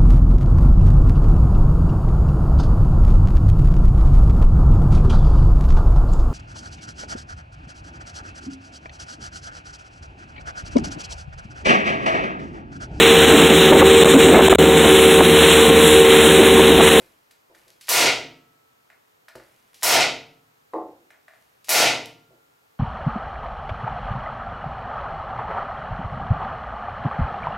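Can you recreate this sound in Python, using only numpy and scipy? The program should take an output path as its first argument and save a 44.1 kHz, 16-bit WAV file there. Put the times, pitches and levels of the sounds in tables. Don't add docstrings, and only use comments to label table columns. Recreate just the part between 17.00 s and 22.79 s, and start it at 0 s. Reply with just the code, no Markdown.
import sys
import numpy as np
from scipy import signal
from scipy.fft import rfft, irfft
from scipy.io import wavfile
from scipy.ndimage import uniform_filter1d

SR = 44100
rng = np.random.default_rng(int(sys.argv[2]) if len(sys.argv) > 2 else 0)


def log_audio(samples):
    frames = np.atleast_2d(samples).T
    limited = np.clip(frames, -1, 1)
    pcm = np.round(limited * 32767).astype(np.int16)
    wavfile.write(sys.argv[1], SR, pcm)


N = 255339
TIME = np.arange(N) / SR
RING_TIME = TIME[:int(1.5 * SR)]

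# f/Hz, t60/s
REVERB_TIMES = [(60, 0.77), (140, 1), (230, 0.8), (400, 0.49), (1200, 0.36), (2500, 0.42), (5000, 0.38),
                (8000, 0.3), (15000, 0.2)]
# f/Hz, level/dB
ROOM_SIDE = [(60, -38), (200, -28), (400, -21), (700, -14.5), (1300, -13.5), (4400, -12.5), (8000, -14),
             (15000, -18)]
HISS_SIDE = [(60, -14), (110, -15), (200, -4), (380, 4.5), (700, 5.5), (1290, 6), (2380, 5), (4400, -1),
             (8120, -6.5), (15000, -19)]
# f/Hz, level/dB
HISS_SPECTRUM = [(15, -58), (25, -32), (107, -6), (156, -7.5), (183, -14), (267, -8.5), (378, -11.5),
                 (421, -5.5), (552, -11), (826, -9.5), (1240, -11), (1340, -11.5), (2060, -16),
                 (13900, -24.5), (15500, -26.5)]
# f/Hz, rms level/dB
WHINE_PARTIALS = [(6772, -87.5), (13485, -91), (13905, -79.5)]
# t/s, level/dB, t60/s
HAND_SLIDES = [(0, -58, 0.57), (.54, -66.5, 1.6), (2.343, -66, 2.3), (4.33, -71.5, 2.1)]
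# t/s, level/dB, contact cut-off f/Hz, floor thud level/dB
TUBE_KNOCKS = [(.002, -55.5, 900, -51.5), (.497, -55.5, 1235, -58), (0.668, -63.5, 607, -61.5),
               (2.353, -47, 757, -42), (3.7346, -22, 1385, -49), (5.307, -54.5, 655, -56.5)]
# t/s, level/dB, plastic click level/dB, hop duration/s
NOSE_TAPS = [(0.3087, -26.5, -27.5, 0.025), (0.5485, -20, -31.5, 0.0082), (1.9018, -15.5, -44, 0),
             (2.2832, -10, -26, 0.017), (2.3538, -10, -25, 0.045), (3.7364, -11.5, -44, .018),
             (4.105, -14, -36, .0385), (4.2818, -13, -40, 0.054)]
# t/s, level/dB, rattle t60/s
GRIP_CLICKS = [(.6795, -29, .077), (0.704, -28.5, .0044), (5.058, -17.5, .011)]
# t/s, blow level/dB, thump delay/s, thump level/dB, plunger return level/dB,
# spring level/dB, trigger lead/s, trigger level/dB
STAPLE_SHOTS = [(0.8895, 29, 0.095, 9, 12, -52, .08, -20), (2.8304, 26.5, .1, 17, 11.5, -59, .088, -24.5),
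                (4.691, 28, .125, 11.5, 9.5, -54.5, .048, -23)]
# f/Hz, level/dB, t60/s
TUBE_MODES = [(268, -17, .35), (325, 0.5, 0.31), (346, -6.5, 0.48), (463, -3.5, 0.36), (547, -3.5, 0.42),
              (635, -7.5, 0.33), (732, -3.5, 0.33), (871, -4.5, 0.35), (1033, -14.5, .26),
              (1058, -7.5, 0.33), (1170, -21, 0.234)]
FLOOR_MODES = [(60, -16.5, .4), (125, -10.5, 0.32), (242, -11, .25), (374.2, -1.5, 0.25), (510, -1, 0.22),
               (590, -10.5, 0.37), (660, -2.5, .2), (882, -14, 0.27)]
ROOM_MODES = [(54, -34, 0.93), (112, -32.5, 1.4), (121.4, -14, .8), (151.9, -23, 1.2), (260, -13, 0.82),
              (331.5, -3.5, 0.56), (450.8, -3, 0.7), (630, 7, 0.48), (704, 6, 0.55), (772, 3.5, 0.18),
              (925, 4.5, 0.52)]
# frequency ratio, level/dB, t60/s
SPRING_MODES = [(.84, -15, 2.5), (1, -3, 3.1), (1.32, -13, 1.2), (1.493, 8, 1.0)]
SPRING_PITCHES = [1312, 1312, 1395]
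# f/Hz, level/dB
SKIN_SPECTRUM = [(30, -3), (130, 1), (400, -2), (1000, -2), (2200, 1.5), (6000, -9.5), (12000, -4.5),
                 (16000, -22)]
TAP_SPECTRUM = [(150, -46), (430, -27), (630, 3.5), (950, -8), (1500, 2), (2000, 1.5), (2700, -12),
                (4200, -17), (5500, -26), (7500, -22.5), (14000, -30.5)]
CLICK_SPECTRUM = [(200, -34), (1000, -11.5), (1700, -1.5), (2600, 3.5), (5200, 4.5), (8000, -1),
                  (11500, 0.5), (16000, -12.5)]
CRACK_SPECTRUM = [(100, -31.5), (400, -13), (700, -2.5), (1200, -2), (2000, -12), (3500, -4), (6000, 0.5),
                  (8500, -2), (11000, 0.5), (13500, -1.5), (16000, -8)]
BODY_SPECTRUM = [(30, -41.5), (60, -28.5), (95, -35), (125, -21), (205, -33.5), (280, -10.5), (480, -0.5),
                 (690, 1.5), (950, 0), (1130, -9), (1400, 2), (1650, -2.5), (2000, 3.5), (5000, -7.5),
                 (9000, -14), (16000, -16)]
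THUMP_SPECTRUM = [(40, -30), (95, -28), (130, -15.5), (200, -25), (420, -9), (700, 7), (950, 0),
                  (1200, -11), (2100, -3.5), (5000, -8.5), (12000, -26.5)]
CLACK_SPECTRUM = [(60, -27.5), (200, -28), (300, -5), (650, 1), (1000, -6), (1400, 2.5), (1680, -10.5),
                  (2000, 6), (2900, 2), (5000, -3), (8000, -10.5), (15000, -33)]
HOLLOW_SPECTRUM = [(30, -30.5), (110, -25.5), (200, -22.5), (310, 2.0), (850, 4), (1130, 0),
                   (1600, -29.5), (5000, -47.0)]


def undb(db):
    return 10 ** (np.asarray(db) / 20)


def unit(x):
    return x / np.sqrt(np.mean(x ** 2))


def fade(t60):
    return np.exp(-np.log(1000) * RING_TIME / t60)


def rise(tau_s):
    return 1 - np.exp(-RING_TIME / tau_s)


def add(track, s, sound):
    start = max(int(s * SR), 0)
    track[start:start + len(sound)] += sound[:N - start]


def colour(x, spectrum):
    size = 8192
    hz, db = np.transpose(spectrum)
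    grid_hz = np.maximum(np.arange(size // 2 + 1) * SR / size, 1)
    gain = undb(np.interp(np.log(grid_hz), np.log(hz), db))
    cepstrum = irfft(np.log(gain))
    cepstrum[1:size // 2] *= 2
    cepstrum[size // 2 + 1:] = 0
    response = irfft(np.exp(rfft(cepstrum)))[:size // 2]
    return signal.fftconvolve(x, response)[:len(x)]


def stereo(mid, side, side_spectrum):
    return mid + np.array([[1], [-1]]) * colour(side, side_spectrum)


def ring(modes, pitch=1):
    return sum(undb(db) * fade(t60) * np.sin(2 * np.pi * (hz * pitch * RING_TIME + rng.random()))
               for hz, db, t60 in modes)


def chatter(t60, attack_s=0):
    burst = rng.standard_normal(len(RING_TIME)) * fade(t60)
    whitened = irfft(np.exp(1j * np.angle(rfft(burst))), len(RING_TIME))
    attack = np.minimum((RING_TIME + 1 / SR) / max(attack_s, 1 / SR), 1)
    rattle = whitened * np.sqrt(fade(2 * t60)) * attack
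    return rattle / np.linalg.norm(rattle)


def impact(rattle_db, t60):
    hit = signal.unit_impulse(len(RING_TIME)) + undb(rattle_db) * chatter(t60)
    return hit / np.linalg.norm(hit)


def diffuse_field(build_s):
    noise = rfft(rng.standard_normal(len(RING_TIME)))
    log_hz = np.log(np.maximum(np.arange(len(noise)) * SR / len(RING_TIME), 1))
    band_hz, band_t60 = np.transpose(REVERB_TIMES)
    bands = [np.interp(log_hz, np.log(band_hz), share) for share in np.eye(len(band_hz))]
    tail = sum(irfft(noise * band, len(RING_TIME)) * fade(t60) for band, t60 in zip(bands, band_t60))
    return tail * rise(build_s) / np.sqrt(SR)


def in_room(x, room, wet_db):
    return x + undb(wet_db) * signal.fftconvolve(x[None], room, axes=1)[:, :N]


def background(hiss_db=-66.5):
    mid, side = (unit(colour(rng.standard_normal(N), HISS_SPECTRUM)) for _ in range(2))
    whine = sum(np.sqrt(2) * undb(db) * np.sin(2 * np.pi * hz * TIME) for hz, db in WHINE_PARTIALS)
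    return undb(hiss_db) * stereo(mid, side, HISS_SIDE) + whine


def sliding_hand(room, hold_db=-83.5, grain_db=3, creaks_per_s=24, creak_db=25, scatter_db=3):
    speed = np.full(N, undb(hold_db))
    for s, db, t60 in HAND_SLIDES:
        add(speed, s, undb(db) * fade(t60) * rise(0.005))
    fibres = rng.standard_normal(N) * undb(grain_db * rng.exponential(size=N))
    rustle = speed * unit(colour(fibres, SKIN_SPECTRUM))
    onsets = rng.random(N) < creaks_per_s / SR
    ticks = onsets * undb(creak_db + scatter_db * rng.standard_normal(N))
    creaks = signal.fftconvolve(ticks, chatter(t60=0.012))[:N]
    return in_room(rustle, room, wet_db=15.5) + speed * colour(creaks, CLICK_SPECTRUM)


def tube_knocks(room, rock_db=27, ring_db=-2, rock_back_s=0.042, rock_back_db=-11.5):
    tones, rocking = np.zeros((2, N))
    for s, db, cutoff_hz, thud_db in TUBE_KNOCKS:
        contact = signal.butter(2, cutoff_hz, fs=SR, output="sos")
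        add(tones, s, undb(thud_db) * ring(FLOOR_MODES) * rise(0.00017))
        for at, bump_db in (s, db), (s + rock_back_s, db + rock_back_db):
            tube = ring(TUBE_MODES) * rise(0.019)
            add(tones, at, undb(bump_db + ring_db) * signal.sosfilt(contact, tube))
            add(rocking, at, undb(bump_db + rock_db) * signal.sosfilt(contact, chatter(t60=0.058)))
    return tones + in_room(colour(rocking, HOLLOW_SPECTRUM), room, wet_db=25.5)


def nose_and_grip(room, full_hop_s=0.12):
    taps, clicks = np.zeros((2, N))
    for s, db, click_db, hop_s in NOSE_TAPS:
        for at, strength in (s, 1), (s + hop_s, hop_s / full_hop_s):
            add(taps, at, strength * undb(db) * impact(rattle_db=6, t60=0.025))
        add(clicks, s, undb(click_db) * chatter(t60=0.063, attack_s=0.0023))
    for s, db, t60 in GRIP_CLICKS:
        add(clicks, s, undb(db) * chatter(t60))
    rim = in_room(colour(taps, TAP_SPECTRUM), room, wet_db=17.5)
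    return rim + in_room(colour(clicks, CLICK_SPECTRUM), room, wet_db=14.5)


def trigger(room, switch_db=1, switch_lead_s=0.021):
    clicks = np.zeros(N)
    for s, *_, lead_s, db in STAPLE_SHOTS:
        add(clicks, s - lead_s, undb(db) * chatter(t60=0.051, attack_s=0.0027))
        add(clicks, s - lead_s, undb(db) * chatter(t60=0.75, attack_s=0.008))
        add(clicks, s - switch_lead_s, undb(db + switch_db) * chatter(t60=0.067, attack_s=0.006))
    return in_room(colour(clicks, CLICK_SPECTRUM), room, wet_db=16)


def staple_gun(room, crack_db=2, pull_db=-31, boom_db=-17):
    pull_s, drive_s, return_s = 0.006, 0.0012, 0.168
    crack, body, thump, clack, tones = np.zeros((5, N))
    for shot, spring_hz in zip(STAPLE_SHOTS, SPRING_PITCHES):
        s, db, thump_s, thump_db, return_db, spring_db, *_ = shot
        add(body, s - pull_s, undb(db + pull_db) * impact(rattle_db=15.5, t60=0.016))
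        add(crack, s, undb(db + crack_db) * chatter(t60=0.075, attack_s=drive_s))
        add(body, s, undb(db) * chatter(t60=0.22, attack_s=drive_s))
        add(thump, s + thump_s, undb(thump_db) * chatter(t60=0.092))
        add(clack, s + return_s, undb(return_db) * chatter(t60=0.055))
        add(tones, s, undb(boom_db) * ring(ROOM_MODES) * rise(0.0087))
        add(tones, s, undb(spring_db) * ring(SPRING_MODES, spring_hz))
    blows = colour(crack, CRACK_SPECTRUM) + colour(body, BODY_SPECTRUM)
    rebounds = colour(thump, THUMP_SPECTRUM) + colour(clack, CLACK_SPECTRUM)
    return in_room(blows + rebounds, room, wet_db=27) + tones


def scene():
    room = stereo(diffuse_field(build_s=0.0047), diffuse_field(build_s=0.003), ROOM_SIDE)
    contacts = staple_gun(room) + trigger(room) + tube_knocks(room) + nose_and_grip(room)
    return contacts + sliding_hand(room) + background()


def held(cut_db, db_per_s):
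    recovery = db_per_s * TIME
    return np.maximum.accumulate(cut_db + recovery) - recovery


def limiter(x, ceiling_db, slow_share=0.13, treble_weight=2.275, window_s=0.0041):
    mid = x.mean(axis=0)
    power = mid ** 2 + (treble_weight * np.diff(mid, prepend=0)) ** 2
    mean_power = uniform_filter1d(power, int(window_s * SR))
    level_db = 10 * np.log10(np.maximum(mean_power, 1e-12))
    over_db = np.maximum(level_db - ceiling_db, 0)
    cut_db = np.maximum(held(over_db, db_per_s=260), held(slow_share * over_db, db_per_s=14))
    return x * undb(-cut_db)


def record(dry):
    peak, top_hz = 0.9, 15800
    rounded = peak * np.tanh(limiter(dry, ceiling_db=-10) / peak)
    return signal.sosfilt(signal.ellip(10, 0.2, 80, top_hz, fs=SR, output="sos"), rounded)


dry = scene()
out = record(dry)
log_audio(out)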